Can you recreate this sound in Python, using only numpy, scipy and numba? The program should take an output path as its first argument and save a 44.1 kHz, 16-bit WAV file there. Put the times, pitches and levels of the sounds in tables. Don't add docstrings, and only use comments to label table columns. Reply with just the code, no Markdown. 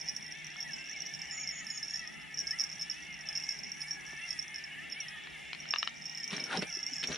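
import sys
import numpy as np
from scipy import signal
from scipy.fft import rfft, irfft
from scipy.io import wavfile
from scipy.ndimage import uniform_filter1d
from numba import njit

SR = 44100
rng = np.random.default_rng(int(sys.argv[2]) if len(sys.argv) > 2 else 0)


def inscribe(sig):
    pcm = np.round(np.clip(np.atleast_2d(sig).T, -1, 1) * 32767)
    wavfile.write(sys.argv[1], SR, pcm.astype(np.int16))


def to_linear_factor(level_db):
    exponent = np.asarray(level_db, float) / 20
    return 10 ** exponent


N = 316197
T = np.arange(N) / SR

# f/Hz, level/dB, t60/s
BELL_MODES = [(5420, 5, 0.024), (5540, -6.5, 0.022), (5750, -7.5, 0.01), (6416, -22, 0.02),
              (12780, -30.5, 0.012), (14400, -40.5, 0.022)]


def unit(x):
    return x / np.sqrt(np.mean(x ** 2))


def pan(x, lr_db):
    return np.array([x * to_linear_factor(lr_db / 2), x * to_linear_factor(-lr_db / 2)])


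@njit
def svf(x, hz, width):
    y, b, l = np.empty(len(x)), 0., 0.
    for i in range(len(x)):
        g, k = np.tan(np.pi * hz[i] / SR), width / hz[i]
        v = (b + g * (x[i] - l)) / (1 + g * (g + k))
        b, l, y[i] = 2 * v - b, l + 2 * g * v, k * v
    return y


def band(x, hz, width):
    hz = hz + np.zeros(len(x))
    return svf(svf(x, hz, 1. * width), hz, 1. * width)


def walk(rate):
    k = int(SR / rate)
    steps = np.repeat(rng.standard_normal(N // k + 1), k)
    return unit(uniform_filter1d(uniform_filter1d(steps, k), k)[:N])


def ring(modes, rise_s):
    t = T[:SR // 12]
    fading = sum(to_linear_factor(db) * np.sin(2 * np.pi * hz * t) * 1000 ** (-t / t60) for hz, db, t60 in modes)
    return (1 - np.exp(-t / rise_s)) ** 2 * fading


def add(out, s, x):
    i = int(s * SR)
    out[:, i:i + x.shape[1]] += x[:, :N - i]


def sparse(rate, spread_db):
    struck = rng.random(N) < rate / SR
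    return struck * to_linear_factor(spread_db * rng.exponential(size=N)) * rng.choice([-1, 1], N)


def shape(x, points):
    hz, db = np.transpose(points)
    f = np.maximum(np.fft.rfftfreq(N, 1 / SR), 1)
    return irfft(rfft(x) * to_linear_factor(np.interp(np.log(f), np.log(hz), db)), N)


def peak(s, db, rise_s, fall_s):
    return to_linear_factor(db - 20 * np.maximum((s - T) / rise_s, (T - s) / fall_s))


def bank(x, wet_db, t60_s):
    t = T[:SR // 3]
    tail = rng.standard_normal((2, len(t))) * 1000 ** (-t / t60_s) * (t > .003)
    tail = tail / np.sqrt(np.sum(tail ** 2) / 2)
    return x + to_linear_factor(wet_db) * signal.fftconvolve(x, tail, axes=1)[:, :N]


def valley_wash():
    # f/Hz, nominal spectral level/dB per Hz
    wash_colour = [(25, -97.5), (65, -89), (110, -101), (150, -82), (215, -87.5), (370, -94), (500, -102),
                   (800, -91), (1050, -104), (2000, -95), (4300, -102), (6500, -103), (10500, -110),
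                   (12000, -122), (15000, -126)]
    # f/Hz, amplitude ratio of side to mid
    side_ratio = [(30, 0.78), (100, 0.63), (700, 2.34), (2000, 1.94), (6000, 0.21), (9000, 1.74),
                  (15000, 2)]
    side_hz, side_gain = np.transpose(side_ratio)
    out = 0
    for hz in 28 * 2 ** np.arange(0, 9.2, .5):
        mid, side = (unit(band(rng.standard_normal(N), hz, hz / 2)) for _ in range(2))
        wide = np.interp(np.log(hz), np.log(side_hz), side_gain)
        flicker = to_linear_factor(2.86 * walk(11))
        out = out + flicker * np.sqrt(hz / 3) * (mid + wide * side * np.array([[1], [-1]]))
    return shape(out, wash_colour)


def far_hum():
    return to_linear_factor(-67.5) * unit(band(rng.standard_normal(N), 151.3, 10.4))


def wader():
    # t/s, length/s, first f/Hz and last f/Hz of the glide, level/dB of the sine's peak
    notes = [(1.309, 0.14, 7040, 6560, -44), (1.509, 0.11, 6810, 6690, -46),
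             (1.691, 0.0993, 6820, 6610, -46), (1.887, 0.1, 6600, 6630, -53)]
    warble_hz, warble_depth_hz, warble_fade_s = 37.6, 302.2, 0.027
    out = np.zeros((2, N))
    for s, length, top_hz, last_hz, db in notes:
        t = T[:int(length * SR)]
        glide = top_hz + (last_hz - top_hz) * t / length
        warble = warble_depth_hz * np.exp(-t / warble_fade_s) * np.cos(2 * np.pi * warble_hz * t)
        tone = np.sin(2 * np.pi * np.cumsum(glide - warble) / SR)
        gain = signal.windows.tukey(len(t), .25) * to_linear_factor(db + walk(54.0)[:len(t)])
        add(out, s, pan(gain * tone, 0.37))
    return out


def mud():
    # t/s, level/dB, rise/s, fall/s
    thuds = [(6.33, -45.5, 0.033, 0.17), (6.58, -42.5, 0.12, 0.035), (6.625, -31.5, 0.0018, 0.012),
             (7.04, -51.5, 0.024, 0.099), (7.11, -44.5, 0.06, 0.099)]
    # t/s, level/dB, rise/s, fall/s
    crunches = [(6.327, -39.5, 0.033, 0.16), (6.531, -39, 0.044, 0.044), (6.57, -35.5, .04, .02),
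                (6.623, -31.5, 0.0053, 0.019), (7.031, -33.5, 0.0035, 0.013), (7.051, -42, .03, 0.0038),
                (7.12, -40.5, 0.072, 0.049)]
    # t/s, level/dB, rise/s, fall/s, f/Hz at time t
    sucks = [(6.326, -52.5, 0.06, 0.15, 1094), (6.531, -35, 0.063, 0.023, 1360),
             (6.555, -33, 0.061, 0.034, 850), (6.623, -38, 0.01, 0.011, 1470),
             (7.16, -50, 0.11, 0.098, 1460)]
    suck_sag_hz_per_s = 1640
    thud = unit(band(sparse(611.5, 1.7), 242.6, 530))
    grit_colour = [(600, -23), (1800, 2.0), (3800, 0.0), (7000, -16.5), (10000, -6.0), (12000, -65)]
    grit = unit(shape(np.clip(sparse(2000, 1.9), -4, 4), grit_colour))
    slurp = sparse(1500, 1.7)
    sucking = 0
    for s, db, rise_s, fall_s, hz in sucks:
        gap_hz = np.clip(hz - suck_sag_hz_per_s * (T - s), 600, 1800)
        sucking = sucking + peak(s, db, rise_s, fall_s) * unit(band(slurp, gap_hz, 457))
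    thudding = sum(peak(*row) for row in thuds) * thud
    crunching = sum(peak(*row) for row in crunches) * grit
    return pan(thudding + sucking + crunching, 1.0)


def sand():
    # t/s, level/dB before the common colour in boots(), rise/s and fall/s for 20 dB
    sizzles = [(6.33, -55, .05, .15), (6.56, -63, 0.074, 0.066), (6.95, -42.5, 0.041, 0.079),
               (7.09, -47.5, 0.045, 0.15)]
    sizzle = unit(band(sparse(4400, 3.6), 6640, 1694))
    return pan(sum(peak(*row) for row in sizzles) * sizzle, 1.5)


def pops_and_thumps():
    # t/s, peak level/dB before the common colour in boots(), f/Hz; the low thump at 4.13 s sounds under a reel knock
    pop_modes = [(4.13, -50, 336.7), (6.31, -27, 2780), (6.325, -38, 196), (6.381, -27, 1900),
                 (6.397, -29, 2160), (6.534, -39, 1483), (6.582, -35, 186), (6.768, -45.5, 342),
                 (6.919, -46.5, 266.5), (6.338, -36, 3400), (7.0391, -17, 3340), (7.042, -22, 2575),
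                 (7.044, -29, 2800), (7.1205, -24, 3960), (7.127, -29, 2970), (7.1452, -27, 2880),
                 (7.159, -23, 3340)]
    out = np.zeros((2, N))
    for s, db, hz in pop_modes:
        rise_s = 0.33 / hz + 0.008 * (hz < 500)
        pop = ring([(hz, 0, 8 / hz)], rise_s)
        add(out, s, pan(to_linear_factor(db) * pop / np.abs(pop).max(), 0.52))
    return out


def boots():
    ground = peak(7.1, -51, 0.043, .05) * unit(band(rng.standard_normal(N), 70, 80))
    contacts = mud() + sand() + pops_and_thumps()
    return shape(contacts, [(70, -24), (140, 2.0), (6000, -2.5), (12000, -15.0)]) + ground


def knocks():
    # t/s, peak level/dB before colouring, tilt/dB per octave, frequency factor of the modes under the hand
    knock_blows = [(0.56, -38, 2, 1.1), (3.819, -37, 13, 0.94), (4.131, -43, -45, 0.83),
                   (5.272, -35, 11, 0.85), (5.5316, -24.5, 16.5, 0.86), (5.5488, -32, 17, 0.9),
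                   (5.655, -38, -1, 1.13), (5.7377, -15.5, 5, 0.97), (5.7609, -35, 2, 0.76),
                   (5.7602, -21, 7, 1), (5.829, -18, 6, 1.04), (5.8747, -20, 8, 1.06)]
    # f/Hz, level/dB, t60/s
    knock_modes = [(820, -12, 0.009), (1270, 0, 0.019), (1750, 3, 0.01), (2250, -4, 0.009), (2790, 2, 0.01),
                   (3560, -5, 0.008), (4760, -10, 0.006), (5800, -17, 0.006)]
    out = np.zeros((2, N))
    for s, db, tilt_db, stretch in knock_blows:
        modes = [(hz * stretch, g + tilt_db * np.log2(hz / 1200), t60) for hz, g, t60 in knock_modes]
        blow = ring(modes, 0.00007)
        add(out, s, pan(-to_linear_factor(db) * blow / np.abs(blow).max(), 3.15))
    return shape(out, [(250, -11.5), (900, 2.5), (4500, 4.5), (7000, -14)])


def line_hiss():
    # t/s at the middle, level/dB before the quarter gain below, length/s
    swishes = [(0.143, -55, 0.78), (1.85, -56.5, 1), (2.549, -52, 0.39), (2.87, -56.5, 0.44),
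               (3.347, -56.5, 0.6), (3.84, -52, 0.23), (4.314, -51.5, 0.99), (5.024, -53, 0.38),
               (5.8, -63, .2), (6.486, -53, 0.89)]
    swells = [np.exp(-8 * ((T - s) / length) ** 2) for s, _, length in swishes]
    hiss_hz = 9820 - 540 * np.max(swells, axis=0)
    hiss = np.array([unit(band(rng.standard_normal(N), hiss_hz, 1500)) for _ in range(2)])
    hiss = hiss * to_linear_factor(1.8 * walk(25))
    wet = to_linear_factor(-81) + sum(to_linear_factor(row[1]) * swell for row, swell in zip(swishes, swells))
    return pan(0.25, 5.3)[:, None] * hiss * wet


def gear_whine():
    # t/s, mean meshing f/Hz, whine against the whirr level/dB
    crank = [(0.0, 620, -10), (0.341, 515, -15), (0.58, 740, -0.5), (0.74, 530, 1), (0.88, 516, -2),
             (0.94, 756, 0), (1.141, 550, -7.5), (1.279, 543, -8), (1.421, 780, 1.5), (1.52, 650, -4.5),
             (1.8, 600, -4), (1.88, 550, -8), (2.04, 660, 3), (2.29, 685, -4), (2.389, 557, -4.5),
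             (2.48, 538.5, 1.5), (2.559, 720, 4.5), (2.64, 525, 1), (2.72, 540, -12), (2.85, 590, -4),
             (2.93, 596, -3.5), (3.05, 730, -3), (3.39, 534, -6), (3.87, 570, -7), (3.951, 600, -2),
             (4.03, 529.7, -1), (4.17, 600, -7), (4.25, 735, 8), (4.29, 650, -4.5), (4.77, 546, -7),
             (4.85, 687.4, 3), (4.91, 630, -11), (4.99, 810, 7), (5.05, 640, -1.5), (5.17, 620, 3.5),
             (5.28, 580, -11), (5.55, 510, -10), (6.19, 515, -9), (6.371, 790, -2.5), (6.571, 660, -11),
             (6.67, 820, 4.5), (6.73, 685, -0.5), (6.93, 710, 2.5), (6.99, 560, -1.5), (7.17, 630, -8)]
    s, mesh_hz, whine_db = np.transpose(crank)
    mesh_hz = np.interp(T, s, mesh_hz) * (1 + .024 * walk(40))
    phase = 2 * np.pi * np.cumsum(mesh_hz) / SR
    whine = sum(to_linear_factor(6 * np.tanh(walk(35)) - 4 * abs(k - 3)) * np.cos(k * phase) for k in range(1, 8))
    return whine, to_linear_factor(np.interp(T, s, whine_db))


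def line_roller():
    spin_hz = 430 * (1 + .07 * walk(12) + .03 * walk(70))
    spin = 2 * np.pi * np.cumsum(spin_hz) / SR
    return sum(to_linear_factor(6 * np.tanh(walk(30))) * np.cos(k * spin) for k in range(3, 9))


def reel():
    # t/s, whirr level/dB, brightness/dB per octave as the reel faces the microphone
    winding = [(0.0, -51, -4.5), (0.5, -50, 0.5), (0.9, -50, 7.5), (1.5, -48.5, -1), (1.9, -50.5, -0.5),
               (2.6, -50.5, -0.5), (3.35, -48.5, -1.5), (3.7, -51.5, -5), (4.05, -49, -0.5),
               (4.7, -49.5, 2), (5.1, -48, 2), (5.5, -49, 2.5), (6.07, -50.5, -0.5), (6.5, -49.5, -1.5),
               (6.85, -50.5, -3), (7.17, -50.5, -3)]
    # f/Hz, bandwidth/Hz, level/dB
    resonances = [(852, 175, -16.5), (850, 11.7, -9.5), (1327, 155, -13), (1791, 61, 2.5),
                  (1971.5, 108, -1), (2143, 176, 2.5), (2697, 61, 3), (2911, 94, -1), (3354, 214, -6)]
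    # t/s, frequency factor of the resonances
    grip_turns = [(5.3, 1.0), (5.7, 1.05), (6.4, 1.05), (6.7, .98)]
    s, whirr_db, bright_db = np.transpose(winding)
    bright_db = np.interp(T, s, bright_db)
    grip = np.interp(T, *np.transpose(grip_turns))
    hand = [to_linear_factor(g + 1.5 * walk(4.94) + bright_db * np.log2(f / 2200)) for f, _, g in resonances]

    def housing(x, widen):
        return unit(sum(g * band(x, f * grip, widen * w) for (f, w, _), g in zip(resonances, hand)))

    rubbing = unit(sparse(6000, 1.85)) + to_linear_factor(-10.0) * unit(line_roller())
    whine, whine_gain = gear_whine()
    whirr = housing(rubbing, 2.04) + whine_gain * housing(whine, 1.77)
    return pan(whirr * to_linear_factor(np.interp(T, s, whirr_db)), 0.67)


def tuned(hz):
    return [(f + (hz - BELL_MODES[0][0]) * (f < 8000), g, t60) for f, g, t60 in BELL_MODES]


def bell_blows():
    # t/s, peak level/dB of the ringing before panning, main mode f/Hz
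    blows = [(0.0115, -33.5, 5400), (0.078, -29, 5520), (0.0858, -24.5, 5360), (0.093, -29, 5690),
             (0.164, -26.5, 5540), (0.171, -36, 5800), (0.226, -36, 5660), (0.263, -36.5, 5420),
             (0.279, -40, 5570), (0.3224, -32.5, 5540), (0.445, -34.5, 5620), (0.468, -34, 5700),
             (0.566, -37.5, 5530), (0.6041, -30, 5520), (0.611, -34, 5300), (0.627, -29.5, 5540),
             (0.7203, -36, 5640), (0.7328, -31.5, 5360), (0.8558, -48, 5730), (0.8736, -40, 5660),
             (0.8955, -35, 5720), (0.9128, -35, 5960), (0.93, -34, 5490), (0.962, -37, 5430),
             (0.9881, -38, 5540), (1.0044, -30, 5750), (1.0199, -29.5, 5560), (1.0631, -33.5, 5480),
             (1.068, -34, 5700), (1.138, -30, 5540), (1.149, -33, 5420), (1.2171, -28, 5440),
             (1.2552, -32.5, 5720), (1.3102, -30, 5400), (1.3268, -39, 5500), (1.3356, -36, 5430),
             (1.3777, -38, 5536), (1.3988, -32.5, 5610), (1.41, -33, 5550), (1.433, -35.5, 5400),
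             (1.474, -27.5, 5440), (1.49, -27.5, 5550), (1.4998, -31, 5486), (1.5091, -33, 5440),
             (1.667, -32.5, 5405), (1.702, -31, 5400), (1.7591, -37, 5500), (1.775, -32, 5400),
             (1.8284, -29.5, 5380), (1.8469, -35, 5530), (1.8815, -31, 5530), (1.897, -36, 5420),
             (1.9076, -29, 5500), (1.9364, -32, 5400), (1.9411, -34, 5460), (1.9578, -29, 5450),
             (1.972, -31.5, 5520), (1.9932, -34, 5540), (2.0743, -31.5, 5560), (2.3424, -33.5, 5650),
             (2.3732, -30.5, 5490), (2.384, -28, 5400), (2.3898, -23, 5710), (2.401, -28, 5560),
             (2.4098, -27.5, 5490), (2.4693, -29.5, 5340), (2.476, -25, 5420), (2.4876, -43, 5650),
             (2.5082, -23.5, 5420), (2.5878, -30, 5380), (2.597, -20, 5490), (2.6044, -21.5, 5420),
             (2.6104, -28, 5434), (2.6166, -23.5, 5520), (2.638, -24, 5560), (2.6461, -35, 5250),
             (2.699, -32, 5480), (2.715, -34, 5460), (2.7267, -33.5, 5470), (2.7951, -34, 5370),
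             (2.811, -31, 5430), (2.8194, -27, 5420), (2.8234, -28, 5380), (2.83, -36, 5410),
             (2.8981, -26, 5470), (2.912, -28.5, 5417), (3.1412, -37, 5510), (3.271, -36, 5470),
             (3.2876, -24.5, 5410), (3.3278, -33, 5420), (3.3521, -28.5, 5410), (3.3611, -28, 5473),
             (3.374, -24, 5440), (3.3992, -32.5, 5450), (3.4244, -34, 5500), (3.437, -29.5, 5420),
             (3.4479, -41, 5710), (3.4902, -22.5, 5480), (3.507, -29.5, 5420), (3.5225, -31, 5450),
             (3.588, -35, 5430), (3.6344, -33, 5420), (3.644, -35, 5420), (3.7175, -27.5, 5580),
             (3.8058, -36, 5420), (3.816, -29, 5420), (3.823, -37, 5430), (3.883, -37.5, 5400),
             (3.9084, -25.5, 5540), (3.9305, -40, 5764), (3.9489, -41, 5514), (4.0643, -38, 5610),
             (4.0797, -44, 5790), (4.1074, -39.5, 5750), (4.175, -40, 5770), (4.281, -37, 5600),
             (4.29, -30, 5520), (4.3059, -25, 5450), (4.3269, -33, 5470), (4.3903, -28.5, 5420),
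             (4.417, -36, 5600), (4.4252, -33, 5680), (4.4803, -35.5, 5720), (4.5435, -33.5, 5420),
             (4.559, -29, 5480), (4.5824, -35, 5420), (4.6391, -34, 5420), (4.8993, -37.5, 5570),
             (4.9136, -40, 5440), (4.9218, -31.5, 5410), (5.0025, -30, 5630), (5.0078, -35.5, 5770),
             (5.0834, -34.5, 5434), (5.237, -45, 5650), (5.6019, -35.5, 5630), (5.6882, -33, 5510),
             (5.7066, -23.5, 5440), (5.7241, -32, 5440), (5.776, -38, 5540), (5.7844, -22.5, 5406),
             (5.7983, -31, 5400), (5.812, -37, 5420), (5.824, -37, 5430), (5.8458, -39, 5330),
             (5.8515, -39, 5320), (5.8708, -40, 5480), (6.055, -32, 5560), (6.06, -36, 5380),
             (6.0788, -41, 5490), (6.0958, -31, 5470), (6.148, -34, 5420), (6.174, -30.5, 5460),
             (6.1815, -34, 5560), (6.1998, -35, 5350), (6.233, -33, 5470), (6.2415, -25, 5470),
             (6.277, -30, 5640), (6.2826, -35, 5700), (6.305, -31.5, 5465), (6.3658, -27.5, 5580),
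             (6.3984, -32, 5390), (6.4391, -25.5, 5540), (6.4494, -43, 5560), (6.5726, -26, 5410),
             (6.591, -31, 5420), (6.6179, -34.5, 5530), (6.7003, -35.5, 5470), (6.7264, -28.5, 5480),
             (6.739, -33, 5470), (6.7498, -28, 5400), (6.7706, -28, 5510), (6.7898, -33.5, 5530),
             (6.8291, -28.5, 5560), (6.8646, -24.5, 5527), (6.8762, -38, 5546), (6.9288, -36, 5400),
             (6.9344, -29, 5390), (6.9577, -33, 5430), (6.9651, -30, 5450), (6.982, -29, 5480),
             (6.9931, -36, 5420), (6.9974, -34, 5400), (7.008, -34, 5370), (7.014, -33, 5450),
             (7.0384, -31, 5420), (7.072, -25.5, 5580), (7.0782, -34, 5720), (7.0872, -35, 5700),
             (7.1268, -31, 5750), (7.1452, -34, 5940)]
    out = np.zeros((2, N))
    tick = unit(band(rng.standard_normal(SR // 12), 7360, 7000)) * np.exp(-T[:SR // 12] / 0.0057)
    scatter_db = 4 * (np.arange(len(BELL_MODES)) > 0)
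    for s, db, hz in blows:
        mode_db = scatter_db * rng.standard_normal(len(BELL_MODES))
        damping, place, side = rng.standard_normal(3)
        damp = np.exp(0.49 * damping - (hz - BELL_MODES[0][0]) / 600)
        modes = [(f * (1 + 0.0032 * place * (f > 8000)), g + c, t60 * damp)
                 for (f, g, t60), c in zip(tuned(hz), mode_db)]
        blow = ring(modes, 0.00061)
        blow = blow / np.abs(blow).max() + to_linear_factor(-36.0 + 12.5 * np.tanh(place)) * tick
        add(out, s, pan(to_linear_factor(db) * blow, -1.5 + 1.6 * side))
    return out


def bell_touches():
    # t/s, rms level/dB of the touches before panning
    shaking = [(0.0, -51), (0.4, -57.5), (0.95, -52), (1.5, -52.5), (1.95, -53.5), (2.25, -64),
               (2.6, -50.5), (3.1, -56.5), (3.4, -53), (4.4, -57), (4.7, -68), (5.55, -67), (5.75, -51.5),
               (5.95, -56), (6.27, -53), (6.6, -53), (6.9, -47.5), (7.17, -50)]
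    touches = 0
    for hz in (5400, 5560, 5720, 5680):
        strikes = np.clip(sparse(24, 9.3), -2.2, 2.2)
        touches = touches + signal.fftconvolve(strikes, ring(tuned(hz), 0.00017))[:N]
    return pan(unit(touches) * to_linear_factor(np.interp(T, *np.transpose(shaking))), -3.0)


def scene():
    background = valley_wash() + far_hum() + bank(wader(), -4.0, 0.24)
    winding_in = bank(knocks(), -12, 0.1) + bank(reel() + line_hiss(), -13.0, 0.15)
    return background + winding_in + bank(bell_blows() + bell_touches() + boots(), -6.0, 0.1)


def top_cut(x):
    return signal.sosfilt(signal.butter(12, 15400, fs=SR, output="sos"), x)


def record(dry):
    return top_cut(dry)


dry = scene()
out = record(dry)
inscribe(out)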